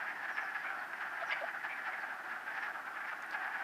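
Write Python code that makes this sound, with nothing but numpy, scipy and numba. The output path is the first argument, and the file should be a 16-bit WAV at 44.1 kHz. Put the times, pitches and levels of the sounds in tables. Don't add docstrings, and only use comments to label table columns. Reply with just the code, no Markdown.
import sys
import numpy as np
from scipy import signal
from scipy.fft import rfft, irfft, next_fast_len
from scipy.io import wavfile
from scipy.ndimage import uniform_filter1d
from numba import njit

SR = 44100
rng = np.random.default_rng(int(sys.argv[2]) if len(sys.argv) > 2 else 0)


def generate_wav(signal):
    frames = np.transpose(np.atleast_2d(signal))
    scaled = np.clip(frames, -1, 1) * 32767
    pcm = np.round(scaled).astype(np.int16)
    wavfile.write(sys.argv[1], SR, pcm)


N = 160083
TIME = np.arange(N) / SR


def from_db(db):
    return 10 ** (np.asarray(db) / 20)


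def rms_one(x):
    return x / np.sqrt(np.mean(x ** 2) + 1e-20)


def add(out, start_s, sound):
    start = int(start_s * SR)
    first, end = max(start, 0), min(start + len(sound), N)
    if end > first:
        out[first:end] += sound[first - start:end - start]


def colour(x, points):
    hz, db = np.transpose(points)
    size = next_fast_len(len(x) + 2048, True)
    freq = np.arange(size // 2 + 1) * SR / size + 1
    gain = from_db(np.interp(np.log(freq), np.log(hz), db))
    return irfft(rfft(x, size) * gain, size)[:len(x)]


@njit
def resonate(x, turn, r):
    y, z = np.zeros(len(x)), 0j
    for i in range(len(x)):
        z = z * r * complex(np.cos(turn[i]), np.sin(turn[i])) + x[i]
        y[i] = z.imag
    return y


def decay_per_sample(width_hz):
    return np.exp(-np.pi * width_hz / SR)


def ring(x, hz, width_hz):
    return resonate(x, 2 * np.pi * hz / SR * np.ones(len(x)), decay_per_sample(width_hz))


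def throb(drive, hz, width_hz):
    level = signal.lfilter([1], [1, -decay_per_sample(width_hz)], drive)
    smooth_level = uniform_filter1d(level, int(SR / np.mean(hz)))
    return rms_one(smooth_level * np.sin(2 * np.pi * np.cumsum(hz) / SR))


PEAK_SHARE, SWELL_POWER = 0.55, 0.85
RASP = 0.024
SLOW_PULSES_PER_S, FAST_PULSES_PER_S, JITTER = 135, 430, 0.14


def pulse_run(length_s, fastest=FAST_PULSES_PER_S):
    noise = rng.standard_normal(SR // 4)
    gap_chance, level_chance = rng.standard_normal((2, 128))
    size = int((length_s + 0.01) * SR)
    progress = np.minimum(TIME[:size] / length_s, 1)
    arch = np.interp(progress, [0, PEAK_SHARE, 1], [0, 0.5, 1])
    swell = np.abs(np.sin(np.pi * arch)) ** SWELL_POWER
    rate = SLOW_PULSES_PER_S + (fastest - SLOW_PULSES_PER_S) * swell ** 2
    gaps = np.maximum(1 + JITTER * gap_chance, 0.5)
    at = np.searchsorted(np.cumsum(rate) / SR, np.cumsum(gaps) - 0.5)
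    pulses = np.zeros(size + 1)
    pulses[at] = from_db(1.02 * level_chance)
    drive = (pulses[:size] + RASP * noise[:size]) * swell / np.sqrt(rate)
    return drive, progress, np.sqrt(np.mean(swell ** 2))


# (frequency [Hz], relative spectral level [dB])
RUMBLE_AND_HISS = [(22,-41),(60,-26),(120,-9.5),(240,-1.5),(335,3.5),(430,-4),(3000,-13.5),(7000,-21),(15000,-22.5)]
BACKGROUND_DB = -60.5


def background():
    return from_db(BACKGROUND_DB) * rms_one(colour(rng.standard_normal(N), RUMBLE_AND_HISS))


WOODS_T60_S, ECHOES_PER_S = 0.46, 900


def woods(x):
    t = TIME[:SR]
    sparse = rng.standard_normal(SR) * (rng.random(SR) < ECHOES_PER_S / SR)
    echoes = sparse * from_db(-60 * t / WOODS_T60_S) * (t > 0.008)
    return signal.fftconvolve(x, echoes / np.sqrt(np.sum(echoes ** 2)))[:N]


# (start [s], length [s], level before the band filter [dB], start pitch [Hz], end pitch [Hz])
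PLOPS = [(1.216,0.021,-39,696,662),(1.408,0.022,-41,606,556),(1.427,0.0225,-37,625,710)]
PLOP_WIDTH_HZ = 140


def plops():
    out = np.zeros(N)
    for start_s, length_s, db, start_hz, end_hz in PLOPS:
        drive, progress, strength = pulse_run(length_s)
        gurgle = throb(drive, start_hz + (end_hz - start_hz) * progress, PLOP_WIDTH_HZ)
        no_thump = signal.butter(2, [0.77 * start_hz, 2 * start_hz], "band", fs=SR, output="sos")
        add(out, start_s, from_db(db) * strength * signal.sosfilt(no_thump, gurgle))
    return out


# (start [s], length [s], level at the crest [dB])
SPRAY = [(1.188,0.06,-49.5),(1.308,0.016,-46),(1.387,.054,-54)]
# (frequency [Hz], gain [dB])
SPRAY_COLOUR = [(400,-33),(1200,-11),(2000,3.5),(3100,-4.5),(4200,-12),(8000,-43)]
SPRAY_DROPS_PER_S = 1800


def spray():
    swells = np.zeros(N)
    for start_s, length_s, db in SPRAY:
        add(swells, start_s, from_db(db) * np.hanning(int(length_s * SR)))
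    drops = rng.standard_normal(N) * (rng.random(N) < SPRAY_DROPS_PER_S / SR)
    return swells * rms_one(colour(drops, SPRAY_COLOUR))


# (start [s], peak level [dB], centre [Hz], width [Hz])
DROPLETS = [(3.223,-46.5,6050,1460),(3.264,-53,9400,1490),(3.309,-42,4100,1300)]


def droplets():
    out, t = np.zeros(N), TIME[:SR // 20]
    for start_s, db, hz, width_hz in DROPLETS:
        tick = ring(rng.standard_normal(len(t)) * np.exp(-t / 0.0021), hz, width_hz)
        add(out, start_s, from_db(db) * tick / np.abs(tick).max())
    return out


def splash():
    return plops() + spray() + droplets()


CHIRP_CLEAN = 0.13
CLEAN_DULLS_DB = 3


def call(throat, length_s, main_hz, low_db=0, clean=CHIRP_CLEAN, treble_db=0, fastest=FAST_PULSES_PER_S):
    drive, progress, strength = pulse_run(length_s, fastest)
    usual_main_hz = throat[1][0]
    out = 0
    for k, (hz, width_hz, db, glide_oct, gained_db) in enumerate(throat):
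        shift = (main_hz / usual_main_hz) ** (1 if k else 0.5)
        centre = hz * shift * 2 ** (glide_oct * (progress - 0.5))
        push = drive * from_db(gained_db * progress)
        voice = rms_one(ring(push, centre, width_hz))
        if k == 0:
            db = db + low_db
        elif k == 1:
            tone = throb(push, centre, width_hz)
            voice = rms_one(np.sqrt(1 - clean) * voice + np.sqrt(clean) * tone)
        else:
            db = db + treble_db * (hz > usual_main_hz) - CLEAN_DULLS_DB * (clean - 0.5)
        out = out + (-1) ** k * from_db(db) * voice
    return out * strength


# (centre in mid-call [Hz], width [Hz], level [dB], glide over the call [octaves], gain over the call [dB])
QUACK_THROAT = [(784,132,-8.5,-0.1,7.5),(1660,234,0,-0.0902,5),(1296,126,-15,-0.51,8),(2340,1140,-19,-0.58,-20),(4760,2300,-39,-0.42,-7)]
# (time [s], level [dB])
FAR_LEVEL = [(0,-42.5),(.8,-43.5),(.89,-46.5),(.97,-45.5),(1.06,-42.5),(1.9,-44),(2.2,-45),(2.38,-43.5),(2.43,-46.5),(2.52,-43.5),(2.78,-45),(2.84,-49),(2.95,-43.5),(3.18,-47.5),(3.35,-43),(3.63,-43)]
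# (frequency [Hz], gain [dB])
FAR_PATH = [(300,-15),(580,-1),(760,-4),(1050,-2.5),(1800,-1),(2450,-1.5),(3800,-10.5),(5300,-2),(7000,-16),(12000,-22)]
FAR_PER_S, FAR_SPREAD_DB, FAR_LENGTH_S = 55, 1, 0.045
FAR_HZ, FAR_SPREAD_OCT = 1652.4, 0.119
FAR_LOW_DB, FAR_WET_DB = 3.5, -2.5


def far_frogs():
    out, count = np.zeros(N), int(FAR_PER_S * N / SR)
    spacing_s = (N / SR + FAR_LENGTH_S) / count
    chances = np.clip(rng.standard_normal((count, 4)), -2, 2)
    for k, (late, loud, long, pitch) in enumerate(chances):
        length_s = FAR_LENGTH_S * 1.2 ** long
        main_hz = FAR_HZ * 2 ** (FAR_SPREAD_OCT * pitch)
        quack = call(QUACK_THROAT, length_s, main_hz, FAR_LOW_DB, clean=0)
        start_s = (k + late * 0.5) * spacing_s - FAR_LENGTH_S
        add(out, start_s, from_db(FAR_SPREAD_DB * loud) * quack)
    chorus = rms_one(colour(out + from_db(FAR_WET_DB) * woods(out), FAR_PATH))
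    return chorus * from_db(np.interp(TIME, *np.transpose(FAR_LEVEL)))


# (loudest moment [s], length [s], level [dB], mid-squeak pitch [Hz])
SQUEAKS = [(.352,0.1,-60,5540),(.417,0.023,-57.5,5860),(.448,0.049,-61,5300),(.6,.13,-67,4960),(.797,0.059,-62,4430),
           (1.279,0.037,-56.5,5840),(1.303,0.025,-55.5,5350),(1.326,.024,-48,4780),(2.023,0.053,-60,4480),(2.628,0.063,-62.5,5540),(3.083,0.039,-63.5,5230),(3.336,.052,-59,4600)]
SQUEAK_PULSES_PER_S, SQUEAK_WIDTH_HZ, SQUEAK_FALL_OCT_PER_S = 140, 200, 2.1


def squeaks():
    out = np.zeros(N)
    for loudest_s, length_s, db, hz in SQUEAKS:
        drive, progress, strength = pulse_run(length_s, SQUEAK_PULSES_PER_S)
        centre = hz * 2 ** (-SQUEAK_FALL_OCT_PER_S * length_s * (progress - 0.5))
        squeak = strength * rms_one(ring(drive, centre, SQUEAK_WIDTH_HZ))
        add(out, loudest_s - PEAK_SHARE * length_s, from_db(db) * squeak)
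    return out


TYPICAL_DB, TREBLE_PER_DB = -33.5, 1.1


def near_calls(rows, throat, fastest):
    out = np.zeros(N)
    for loudest_s, length_s, db, *voice in rows:
        treble_db = TREBLE_PER_DB * (db - TYPICAL_DB)
        sound = call(throat, length_s, *voice, treble_db=treble_db, fastest=fastest)
        add(out, loudest_s - PEAK_SHARE * length_s, from_db(db) * sound)
    return out


# (loudest moment [s], length [s], level [dB], main resonance [Hz])
CHIRPS = [(0.668,0.052,-41.5,2220),(1.326,.036,-30.5,2117),(1.714,.065,-41.5,2280),(1.93,0.04,-41.5,2080),(3.052,0.026,-43,2060)]
# (centre in mid-call [Hz], width [Hz], level [dB], glide over the call [octaves], gain over the call [dB])
CHIRP_THROAT = [(850,390,-6,-0.013,-7),(2170,195,-1,0.15,1),(1840,280,-15,0,-4),(2850,490,-14,-0.014,-21),(3760,350,-24,-0.16,-13)]
CHIRP_PULSES_PER_S = 620


def chirps():
    return near_calls(CHIRPS, CHIRP_THROAT, CHIRP_PULSES_PER_S)


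# (loudest moment [s], length [s], level [dB],
# main resonance [Hz], lift of the low resonance [dB], clean tone [0-1])
QUACKS = [(0.018,0.044,-35.5,1592,0.5,0.75),(0.082,.082,-37,1655,-3.5,0.76),(0.247,0.061,-38,1700,0.5,0.3),(0.298,0.043,-38,1780,-6,0.35),(0.385,.039,-30.5,1738,-6,0.98),
          (0.435,0.06,-44,1732,3,0.87),(0.485,0.063,-39.5,1725,-3,0.9),(0.565,0.051,-35,1680,-2.5,0.54),(.641,0.038,-36.5,1541,-13,.7),(0.702,0.032,-36.5,1568,1,0.47),
          (0.81,0.064,-40,1530,3.5,0.6),(0.937,.013,-33.5,1602,-5,0.9),(1.018,0.04,-35.5,1620,-1,0.3),(1.061,0.057,-42,1708,-20,0.4),(1.168,0.061,-45,1650,1,1),
          (1.239,0.03,-36,1388,-7,0.86),(1.3,0.03,-33,1655,-6,0.8),(1.364,0.049,-44,1670,7.5,0.4),(1.487,0.039,-37.5,1700,-0.5,0.37),(1.544,0.029,-43.5,1525,5.5,0.8),
          (1.652,.04,-37,1660,2.5,0.2),(1.753,0.052,-42,1610,-3,0.6),(1.873,.06,-36,1640,1,0),(1.956,0.032,-38,1723,-8,0.92),(1.984,.02,-40,1657,0,.9),
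          (2.036,0.044,-35,1625,1,0.98),(2.117,0.072,-41.5,1627,3,0),(2.32,0.08,-40,1660,-8,0.27),(2.482,0.033,-36.5,1603,-14,0.65),(2.511,0.045,-40.5,1780,-4,0),
          (2.581,0.033,-35,1660,0.5,0),(2.639,0.035,-35.5,1781,1.5,0.3),(2.667,0.037,-38,1702,0,.1),(2.779,0.081,-41.5,1484,4.5,0.4),(2.876,.044,-37.5,1550,2,0.3),
          (2.972,0.04,-38.5,1720,-4,0.37),(3.014,0.036,-38.5,1614,-11,0.83),(3.089,0.043,-37,1760,-9,0.4),(3.128,0.034,-36.5,1500,2.5,0.02),(3.239,0.051,-43,1500,1,.4),
          (3.345,.044,-34,1702,2.5,0.33),(3.406,0.049,-38,1590,2,0.45),(3.455,0.08,-38,1670,2.5,0.35),(3.542,0.042,-37,1700,-0.5,0.5),(3.61,0.069,-37.5,1560,2.5,0.4)]


def quacks():
    return near_calls(QUACKS, QUACK_THROAT, FAST_PULSES_PER_S)


# (frequency [Hz], gain [dB])
NEAR_PATH = [(300,-38),(600,-5.5),(790,-3.5),(1070,-3.5),(1700,-4.5),(2450,0.5),(3800,-7.5),(5300,-4.5),(7500,-15),(12000,-24)]
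NEAR_WET_DB, SQUEAK_WET_DB = -7.5, -8


def near_frogs():
    calls, high = quacks() + chirps(), squeaks()
    echoes = woods(from_db(NEAR_WET_DB) * calls + from_db(SQUEAK_WET_DB) * high)
    return colour(calls + high + echoes, NEAR_PATH)


def scene():
    return (background() + splash() + far_frogs() + near_frogs())[None]


CUTOFF_HZ = 15250


def record(dry):
    return signal.sosfilt(signal.ellip(12, 0.1, 70, CUTOFF_HZ, fs=SR, output="sos"), dry)


dry = scene()
out = record(dry)
generate_wav(out)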